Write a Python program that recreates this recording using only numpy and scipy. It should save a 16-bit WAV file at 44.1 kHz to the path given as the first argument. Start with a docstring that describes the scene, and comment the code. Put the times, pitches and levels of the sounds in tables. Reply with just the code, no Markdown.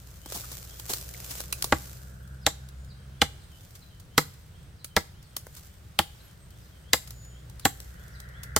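"""A big knife chops nine times into a green trunk about a metre away: torn fibres, knocking wood, stem thump.
Near sounds are noise bursts and damped modes, scattered by the thicket.
Dry litter rustles first, as the knife is picked up; twigs snap, stalks creak and chips patter (shaped noise).
Small birds (swept sines) call over a far engine (three harmonics), whirrs, open air and an insect trill."""
import sys
import numpy as np
from scipy import signal
from scipy.fft import rfft, irfft
from scipy.io import wavfile

SR = 44100
rng = np.random.default_rng(int(sys.argv[2]) if len(sys.argv) > 2 else 0)


def transcribe(signal):
    """Save signal, clipped to [-1, 1], as a 16-bit WAV file at the path in sys.argv[1]."""
    frames = np.atleast_2d(signal).T
    limited = np.clip(frames, -1, 1)
    pcm = np.round(limited * 32767).astype(np.int16)
    wavfile.write(sys.argv[1], SR, pcm)


N = 378819
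T = np.arange(N) / SR
HIT = T[:8192]  # time axis of one short sound [s]

# Blows: (time [s], relative knock level [dB], crack level [dB], splinter level [dB], crack centre [Hz],
# bite time scale [s], delay of wedge stop [s], favoured wood pitch [Hz], dull jolt level [dB],
# splinter tilt [dB/octave])
CHOPS = [(1.724, -17.5, -26, -28, 2230, 0.0026, .0035, 1310, -13.5, -10),
         (2.4651, -19.5, -18.5, -21, 3350, 0.002, 0.0048, 734, -30, -6.5),
         (3.2173, -17, -15.5, -24.5, 3333, 0.0033, .0039, 1590, -20.5, -5.5),
         (4.1793, -16, -17.5, -19, 3930, 0.0032, .0041, 1500, -18, 1.5),
         (4.9654, -16, -19.5, -27, 3670, 0.0023, .0066, 2000, -20, 8),
         (5.99, -19, -17, -23.5, 3500, 0.0017, .0034, 800, -24, 2),
         (6.933, -19.5, -15.5, -17.5, 3440, .0019, .004, 2000, -35.5, 1.5),
         (7.6531, -17, -21.5, -19, 3500, 0.0027, 0.0039, 794, -22.5, 0),
         (8.5637, -22, -20.5, -20.5, 5100, 0.0009, 0.0044, 464, -23, -0.5)]
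# Trunk with the blade held in it: (frequency [Hz], level [dB], t60 [s])
WOOD_MODES = [(487, -5.5, 0.029), (553, -10.5, 0.016), (635, -6, 0.031), (762, 2.5, 0.029),
              (844, -4, 0.031), (1061, -4.5, 0.02), (1096, -9.5, 0.031), (1322, 0, 0.038),
              (1536, -8, 0.021), (1662, -0.5, 0.021), (1967, 1.5, 0.016), (2122, -2.5, 0.039),
              (2297, -11.5, 0.023)]
# Bending of the whole stem: (frequency [Hz], level [dB], t60 [s])
STEM_MODES = [(82.6, -6.5, 0.12), (149.5, -13, 0.12), (208, -8.5, 0.059), (287, 2.5, 0.027),
              (328.7, -1, 0.072)]
# Steel blade, damped by cut and grip: (frequency [Hz], level [dB], t60 [s])
BLADE_MODES = [(1970, -5, 0.022), (3130, 0.5, 0.04), (4060, -12.5, 0.042), (4420, -7, .06),
               (6470, -9, 0.051), (7480, -9, 0.13), (7860, -8, 0.13), (11850, -7.5, 0.064),
               (12640, -11.5, .07)]
# Splintering fibres before tilt: (frequency [Hz], gain [dB])
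SPLINTER_COLOUR = [(1500, -35), (4000, -6.5), (5500, -10.5), (7300, 1), (9500, -7.5), (12000, -1.5),
                   (16000, -11)]
# Wet wood giving way: (frequency [Hz], gain [dB])
CRUSH_COLOUR = [(20, -31.5), (60, -14), (200, -5.5), (290, -2.5), (380, -2.5), (600, -1), (1400, -2),
                (2100, -4), (3000, -30), (8000, -42.5)]
BLOW_S = 0.01  # reference length for burst energy; also the lead-in of a chop
THUMP_DB = -5  # thump against the mean of knock and jolt

# Echoes off ground, stems and leaves: (frequency [Hz], gain [dB])
THICKET_COLOUR = [(100, -6.5), (300, -5), (780, -7.5), (1500, -8), (3500, -3), (7000, -0.5), (16000, 1)]

# Rustling leaves and stalks: (frequency [Hz], gain [dB])
LITTER_COLOUR = [(180, -33.5), (300, -2), (725, -4.5), (946, -7), (1150, -3.5), (2250, -6), (5430, -1),
                 (7570, 0.5), (9090, -4.5), (15200, 0.5), (16000, -38.5)]
# Bright snap: (frequency [Hz], gain [dB])
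SNAP_COLOUR = [(300, -55), (1200, 2), (2500, -2.5), (4500, 2), (8000, 0), (11000, 0), (16000, -3)]
# Dull tap: (frequency [Hz], gain [dB])
TAP_COLOUR = [(150, -1), (400, 3), (1100, -3.5), (2000, -5.5), (5000, -29)]
# Litter stirred as the knife is picked up and raised: (time [s], level [dB])
RUSTLE = [(0, -55), (.24, -56), (.34, -38.5), (.43, -44.5), (.52, -42.5), (.67, -52), (.76, -45.5),
          (.85, -51.5), (.91, -31.5), (.97, -42.5), (1.08, -47.5), (1.39, -39.5), (1.47, -52.5),
          (1.66, -45), (1.84, -47), (2.3, -66)]
SETTLE_DB_PER_S = 29.5  # fall after the last RUSTLE row
# Leaves shaken by a blow or brushed by its chips: (time of peak [s], level [dB])
SHAKES = [(3.62, -57), (4.3, -63.5), (5.55, -55.5), (6.15, -61.5), (6.6, -63), (7.12, -60), (7.84, -55.5)]
SHAKE_RISE_S, SHAKE_FADE_S = 0.14, 0.26  # exponential time constants
# Twigs, handling, bigger chips: (time [s], snap level [dB], tap level [dB], fade time constant [s])
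TICKS = [(.260, -42.5, -44, .003), (0.322, -36.5, -39.5, 0.0032), (.344, -31, -37, 0.015),
         (.516, -39, -45.5, 0.0049), (.798, -37.5, -49, .002), (.893, -28.5, -33.5, .014),
         (.935, -26, -43, 0.0026), (1.305, -34.5, -49, 0.009), (1.404, -33, -42.5, 0.0023),
         (1.526, -25, -49.5, .003), (1.624, -24.5, -45.5, 0.0021), (1.643, -25.5, -33, .003),
         (2.688, -50.5, -70, .003), (3.752, -46, -69, .008), (3.999, -50.5, -66.5, .004),
         (4.845, -35, -51.5, 0.0034), (5.366, -28.5, -45.5, .003), (5.468, -50, -45, 0.0021),
         (5.564, -42, -58, 0.014), (7.075, -44.5, -70, .004), (7.107, -40.5, -60, 0.0023),
         (7.498, -51, -60, .0025), (7.596, -43.5, -66, .003), (7.803, -41.5, -58, 0.0016),
         (8.202, -44, -62, 0.0024), (8.433, -38.5, -64, 0.0042)]
# Stalks creaking together: (time [s], frequency [Hz], level [dB])
CREAKS = [(0.437, 1260, -45), (1.145, 2165, -48), (1.402, 1420, -48), (1.528, 2590, -37)]
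# Faint chips: mean snap level, +/- scatter, tap against snap; flight range, fade time constant
CHIP_DB, CHIP_SCATTER_DB, CHIP_TAP_DB = -55.5, 1.5, -15.5
CHIP_FLIGHT_S, CHIP_FADE_S = (0.12, 0.64), 0.004

# Rising calls: (time [s], level [dB])
UPSLURS = [(.21, -58), (.656, -61), (2.18, -70), (3.122, -62.5), (3.518, -64.5), (4.10, -65), (4.521, -66),
           (5.13, -62.5), (5.657, -60), (6.048, -64), (6.485, -64), (6.83, -62), (7.31, -66), (7.95, -66),
           (8.31, -66.5)]
# Steep falling calls, each answered by the low note: (time [s], level [dB])
DOWNSLURS = [(2.405, -53.5), (2.865, -56.5), (3.38, -60), (3.779, -58.5), (4.76, -55), (5.205, -56),
             (6.15, -58.5), (6.61, -60), (7.17, -64), (7.58, -57.5), (8.112, -59.5)]
# Note shapes: (length [s], start [Hz], end [Hz])
UPSLUR, DOWNSLUR, LOW_NOTE = (0.095, 2880, 3600), (0.066, 5750, 3400), (0.06, 3270, 3010)
LOW_NOTE_AFTER_S, LOW_NOTE_DB = 0.11, -65
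# Thin whistles: (time of peak [s], half length [s], pitch [Hz], final droop [Hz], level [dB])
WHISTLES = [(2.82, .14, 6980, 60, -70), (6.258, .055, 11500, 1402, -62), (6.432, .06, 8250, 0, -64),
            (7.247, 0.16, 6940, 0, -55.5)]
WHISTLE_FADE_DB = 17  # drop from the middle to either end

# Far engine: (time [s], firing rate [Hz], level [dB])
ENGINE = [(0, 59.53, -52.5), (.9, 59, -49), (2, 64, -46.5), (3.15, 65.83, -47), (3.5, 66, -64.5),
          (6.7, 60.56, -60.5), (7.1, 60.33, -48), (7.8, 60.73, -51), (8.59, 62.83, -45.5)]
# Harmonics of the firing rate: (multiple, level [dB])
ENGINE_ORDERS = [(1, 0), (2, -4.5), (3, -15)]
# Far whirrs: (centre [Hz], curve of (time [s], level [dB]))
WHIRRS = [(500, [(0, -69.5), (1.2, -56.5), (2.5, -64.5), (5, -72.5), (8.59, -61)]), (1510, [(0, -70),
          (2.3, -60.5), (4, -77), (7.75, -69.5), (8, -58), (8.59, -53.5)]), (1890, [(0, -86.5), (7.5, -73),
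          (8.45, -54), (8.59, -56)])]
# Open air: (frequency [Hz], gain [dB])
AIR_COLOUR = [(12, -59.5), (20, -15.5), (68, -0.5), (107, -3.5), (142, -6), (187, -11), (210, -21),
              (301, -23.5), (923, -30.5), (1400, -29.5), (2460, -34), (2990, -33.5), (4060, -35),
              (8180, -41), (16000, -44.5)]
AIR_DB = -50
TOP_HZ = 16150  # recorder cutoff


def chopping():
    """All blows; the louder the knock and jolt, the louder the thump of the bending stem."""
    out = np.zeros((2, N))
    for time_s, knock_db, crack_db, splinter_db, crack_hz, bite_s, stop_s, wood_hz, jolt_db, tilt_db in CHOPS:
        thump_db = (knock_db + jolt_db) / 2 + THUMP_DB
        stroke = chop(knock_db, thump_db, crack_db, splinter_db, crack_hz, bite_s, stop_s,
                      wood_hz, jolt_db, tilt_db, BLOW_S)
        add(out, stroke, time_s - BLOW_S)
    return out


def chop(knock_db, thump_db, crack_db, splinter_db, crack_hz, bite_s, stop_s, wood_hz, jolt_db, tilt_db, lead_s):
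    """The edge tears in, then wedges to a stop; both jolts ring the wood."""
    t = HIT - lead_s
    count = len(t)
    entered = np.clip(1 + t / (4.8 * bite_s), 0, 1)
    bite = np.exp(np.minimum(t / (0.24 * bite_s), -t / (1.08 * bite_s)))
    tearing = entered * (bite + 0.15 * np.exp(-np.abs(t - stop_s) / 0.0045))

    crack = band(fractures(count, 1.4, -7) * tearing, crack_hz, 1.76)
    crack = band(crack, crack_hz, 0.5)
    tilted = [(hz, db + tilt_db * np.log2(hz)) for hz, db in SPLINTER_COLOUR]
    splinter = colour(fractures(count, 4.4, 0) * tearing, tilted)
    blade = excite(tearing * fractures(count, 1, -1.7), ring(BLADE_MODES, uneven_db=-2))

    # the wedge seats, then stops dead: two short pushes on the trunk
    seat = np.exp(-((t - 0.0008) / 0.000078) ** 2)
    stop = np.exp(-((t - 0.0008 - stop_s) / 0.00016) ** 2)
    jolts = seat + 0.51 * stop
    favoured = [(hz, db + 5.5 * np.exp(-(np.log2(hz / wood_hz) / 0.36) ** 2), t60_s)
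                for hz, db, t60_s in WOOD_MODES]
    knock = excite(jolts + 0.02 * tearing * fractures(count, 1.2, 0), ring(favoured, uneven_db=3))

    giving_way = np.clip(t / 0.001, 0, 1) * np.exp(-np.abs(t - 0.003) / 0.0074)
    crush = colour(fractures(count, 3.37, -8) * giving_way, CRUSH_COLOUR)
    push = np.exp(-((t - 0.002) / 0.00093) ** 2)  # the stem feels only the slow part of the force
    thump = excite(push, ring(STEM_MODES, uneven_db=5.5))
    jolt = colour(jolts, CRUSH_COLOUR)

    bright = blow(crack, crack_db) + blow(splinter, splinter_db) + blow(blade, splinter_db - 9)
    dull = blow(knock, knock_db - 1.5) + blow(crush, knock_db - 4.5)
    return bright + dull + blow(jolt, jolt_db) + blow(thump, thump_db)


def ring(modes, uneven_db):
    """Damped modes; every cut lands elsewhere, so it weights and shifts them anew."""
    out = np.zeros(len(HIT))
    for k, (hz, db, t60_s) in enumerate(modes):
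        weight, shift = rng.standard_normal(2)
        fade = np.exp(-np.log(1000) * HIT / t60_s)
        tone = np.sin(2 * np.pi * hz * (1 + 0.0098 * shift) * HIT)
        out += (-1) ** k * undb(db + uneven_db * weight) * fade * tone
    return out


def fractures(count, uneven_db, side_db):
    """Dense tiny breaks of very unequal size."""
    sizes = undb(uneven_db * np.minimum(rng.exponential(size=count), 6))
    return spread(rng.standard_normal((2, count)) * sizes, side_db)


def scatter(x, early_s, late_s, late_db, wet_db, direct, size=20000):
    """Ground, stems and leaves throw back a quick wash and a faint long one."""
    t = T[:size]
    fade = np.exp(-t / early_s) + undb(late_db) * np.exp(-t / late_s)
    fade *= np.clip((t - 0.003) / 0.0013, 0, 1)
    echoes = colour(spread(rng.standard_normal((2, size)), 0.5) * fade, THICKET_COLOUR)
    echoes *= undb(wet_db) / np.sqrt(np.sum(echoes ** 2) / 2)
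    return direct * x + excite(x, echoes)


def litter():
    """Stalks rustle, crackle and creak as they are stirred; twigs snap and chips land."""
    sparse = (rng.random(N) < 80 / SR) * undb(4 * np.minimum(rng.exponential(size=N), 3))  # 80 breaks/s
    breaks = excite(sparse, np.exp(-HIT / 0.001))  # each break sets off a short flurry of fibres
    grain = fractures(N, 3.5, -1) * (1 + 1.5 * breaks)
    out = unit(colour(grain, LITTER_COLOUR)) * stirring() * undb(1.3 * walk(40))
    for time_s, snap_db, tap_db, fade_s in TICKS + chips(count=1):
        swell = 1 - np.exp(-HIT / (0.62 * fade_s))  # long scuffs also start softly
        burst = fractures(len(HIT), 2.7, -0.5) * np.exp(-HIT / fade_s) * swell
        snap = blow(colour(burst, SNAP_COLOUR), snap_db)
        tap = blow(colour(burst.mean(0), TAP_COLOUR), tap_db)
        add(out, snap + tap, time_s - 0.001)
    for time_s, hz, db in CREAKS:
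        slips = fractures(len(HIT), 2.3, -4.5) * np.exp(-HIT / 0.0047)
        creak = band(band(slips, hz, 3.9), hz, 3.9)
        add(out, blow(creak, db), time_s)
    return out


def stirring():
    """Leaf motion as amplitude: powers of the handling and of short swells add up."""
    handled_db, = curves(RUSTLE)
    settled_db = SETTLE_DB_PER_S * np.maximum(T - RUSTLE[-1][0], 0)
    power = undb(handled_db - settled_db) ** 2
    for peak_s, db in SHAKES:
        swell = np.exp(np.minimum((T - peak_s) / SHAKE_RISE_S, (peak_s - T) / SHAKE_FADE_S))
        power = power + (undb(db) * swell) ** 2
    return np.sqrt(power)


def chips(count):
    """Small chips land after a random flight from each blow: rows like those of TICKS."""
    rows = []
    for time_s, *_ in CHOPS:
        for flight, size in rng.random((count, 2)):
            lands_s = time_s + np.interp(flight, (0, 1), CHIP_FLIGHT_S)
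            db = CHIP_DB + CHIP_SCATTER_DB * (2 * size - 1)
            if lands_s < T[-1]:
                rows.append((lands_s, db, db + CHIP_TAP_DB, CHIP_FADE_S))
    return rows


def birds():
    """Rising calls and falling calls with a low answer, blurred by the trees between; thin dry whistles."""
    out, waver, flutter = np.zeros(N), walk(200), walk(70)
    notes = [(s, db, *UPSLUR) for s, db in UPSLURS]
    notes += [(s, db, *DOWNSLUR) for s, db in DOWNSLURS]
    notes += [(s + LOW_NOTE_AFTER_S, LOW_NOTE_DB, *LOW_NOTE) for s, _ in DOWNSLURS]
    for time_s, db, length_s, start_hz, end_hz in notes:
        u = np.linspace(0, 1, int(length_s * SR))
        now = int(time_s * SR) + np.arange(len(u))
        hz = start_hz + (end_hz - start_hz) * (u + 0.11 * waver[now])
        level = undb(db + 4.9 * flutter[now]) * np.sqrt(2 * np.abs(np.sin(np.pi * u)))
        add(out, level * np.sin(2 * np.pi * np.cumsum(hz) / SR), time_s)
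    out = colour(out, [(2800, -0.5), (3700, 0.5), (4500, -4), (6000, -7)])  # leaves soak up the highest notes
    out = scatter(out, early_s=0.04, late_s=0.18, late_db=-12, wet_db=0, direct=0.45)
    for peak_s, half_s, top_hz, droop_hz, db in WHISTLES:
        hz = top_hz - droop_hz * np.clip((T - peak_s) / half_s, 0, 1) ** 2
        hz = hz * (1 + 0.0025 * walk(54))
        swell = undb(db - WHISTLE_FADE_DB * (np.abs(T - peak_s) / half_s) ** 1.2)
        out += swell * np.sqrt(2) * np.sin(2 * np.pi * np.cumsum(hz) / SR)
    return out


def engine():
    """A far engine hums on its lowest orders, wandering a little."""
    hz, db = curves(ENGINE)
    phase = 2 * np.pi * np.cumsum(hz * (1 + 0.007 * walk(14))) / SR
    out = np.zeros(N)
    for order, order_db in ENGINE_ORDERS:
        level = undb(db + order_db + 1.7 * walk(9))
        out += level * np.sqrt(2) * np.sin(order * phase)
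    return out


def whirr(hz, levels):
    """A narrow, fluttering band of far machine noise: low-passed noise times a carrier."""
    db, = curves(levels)
    lowpass = signal.butter(2, 150, fs=SR, output="sos")
    flutter = signal.sosfilt(lowpass, spread(rng.standard_normal((2, N)), 2.3))
    return unit(flutter * np.sin(2 * np.pi * hz * T)) * undb(db)


def air():
    """Open air: rumble nearly alike at both ears, a wide leafy hiss that swells, a faint insect trill."""
    bass = spread(rng.standard_normal((2, N)), -15)
    treble = spread(rng.standard_normal((2, N)), -2)
    low, high = (signal.butter(2, 500, kind, fs=SR, output="sos") for kind in ("low", "high"))
    rumble = signal.sosfilt(low, bass) * undb(1.2 * walk(6.8))
    hiss = signal.sosfilt(high, treble) * undb(-1 + 1.23 * walk(8))
    trill_colour = [(7000, -47), (8200, -5.5), (8500, -2.5), (8800, -22), (9800, -51.5)]
    trill = unit(colour(rng.standard_normal((2, N)), trill_colour))
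    return unit(colour(rumble + hiss, AIR_COLOUR)) * undb(AIR_DB) + trill * undb(-73 + 3.5 * walk(16))


def undb(db):
    """Decibels to gain."""
    return 10 ** (np.asarray(db) / 20)


def unit(x):
    """Scale to rms 1."""
    return x / np.sqrt(np.mean(x ** 2) + 1e-20)


def blow(x, db):
    """Give a short sound the energy of BLOW_S seconds at this level."""
    energy = np.mean(np.sum(x ** 2, axis=-1))
    return x * undb(db) * np.sqrt(BLOW_S * SR / energy)


def curves(rows):
    """Join the rows of a table by straight lines in time."""
    time_s, *columns = np.transpose(rows)
    return [np.interp(T, time_s, column) for column in columns]


def add(out, x, time_s):
    """Mix x in at this time."""
    i = max(int(time_s * SR), 0)
    out[..., i:i + x.shape[-1]] += x[..., :N - i]


def excite(force, response):
    """What an object gives off under this force: convolution."""
    full = signal.fftconvolve(np.atleast_2d(force), np.atleast_2d(response), axes=-1)
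    return full[:, :force.shape[-1]]


def colour(x, points, size=4096):
    """Causal minimum-phase filter through (frequency [Hz], gain [dB]) points."""
    hz, db = np.transpose(points)
    grid_hz = np.fft.rfftfreq(size, 1 / SR) + 1  # +1 avoids log(0)
    gain = undb(np.interp(np.log(grid_hz), np.log(hz), db))
    cepstrum = irfft(np.log(gain))
    cepstrum[1:size // 2] *= 2
    cepstrum[size // 2 + 1:] = 0
    return excite(x, irfft(np.exp(rfft(cepstrum))))


def band(x, hz, q):
    """One broad resonance."""
    return signal.lfilter(*signal.iirpeak(hz, q, fs=SR), x)


def walk(rate_hz):
    """Slow chance with a spread near 1: random knots joined by lines."""
    knots = rng.standard_normal(int(N / SR * rate_hz) + 2)
    return np.interp(T * rate_hz, np.arange(len(knots)), knots)


def spread(pair, side_db):
    """Two unrelated signals as middle and side."""
    return pair[0] + undb(side_db) * pair[1] * np.array([[1], [-1]])


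def scene():
    """Near sounds in the thicket, with the wood behind them."""
    near = scatter(chopping() + litter(), early_s=0.019, late_s=0.089, late_db=-18, wet_db=-10.5, direct=0.92)
    whirrs = sum(whirr(hz, levels) for hz, levels in WHIRRS)
    return near + birds() + engine() + whirrs + air()


def record(dry):
    """The recorder rounds the tallest peaks and cuts the top."""
    rounded = 1.355 * np.tanh(dry / 1.254)
    return signal.sosfilt(signal.ellip(10, 0.2, 70, TOP_HZ, fs=SR, output="sos"), rounded)


dry = scene()
out = record(dry)
transcribe(out)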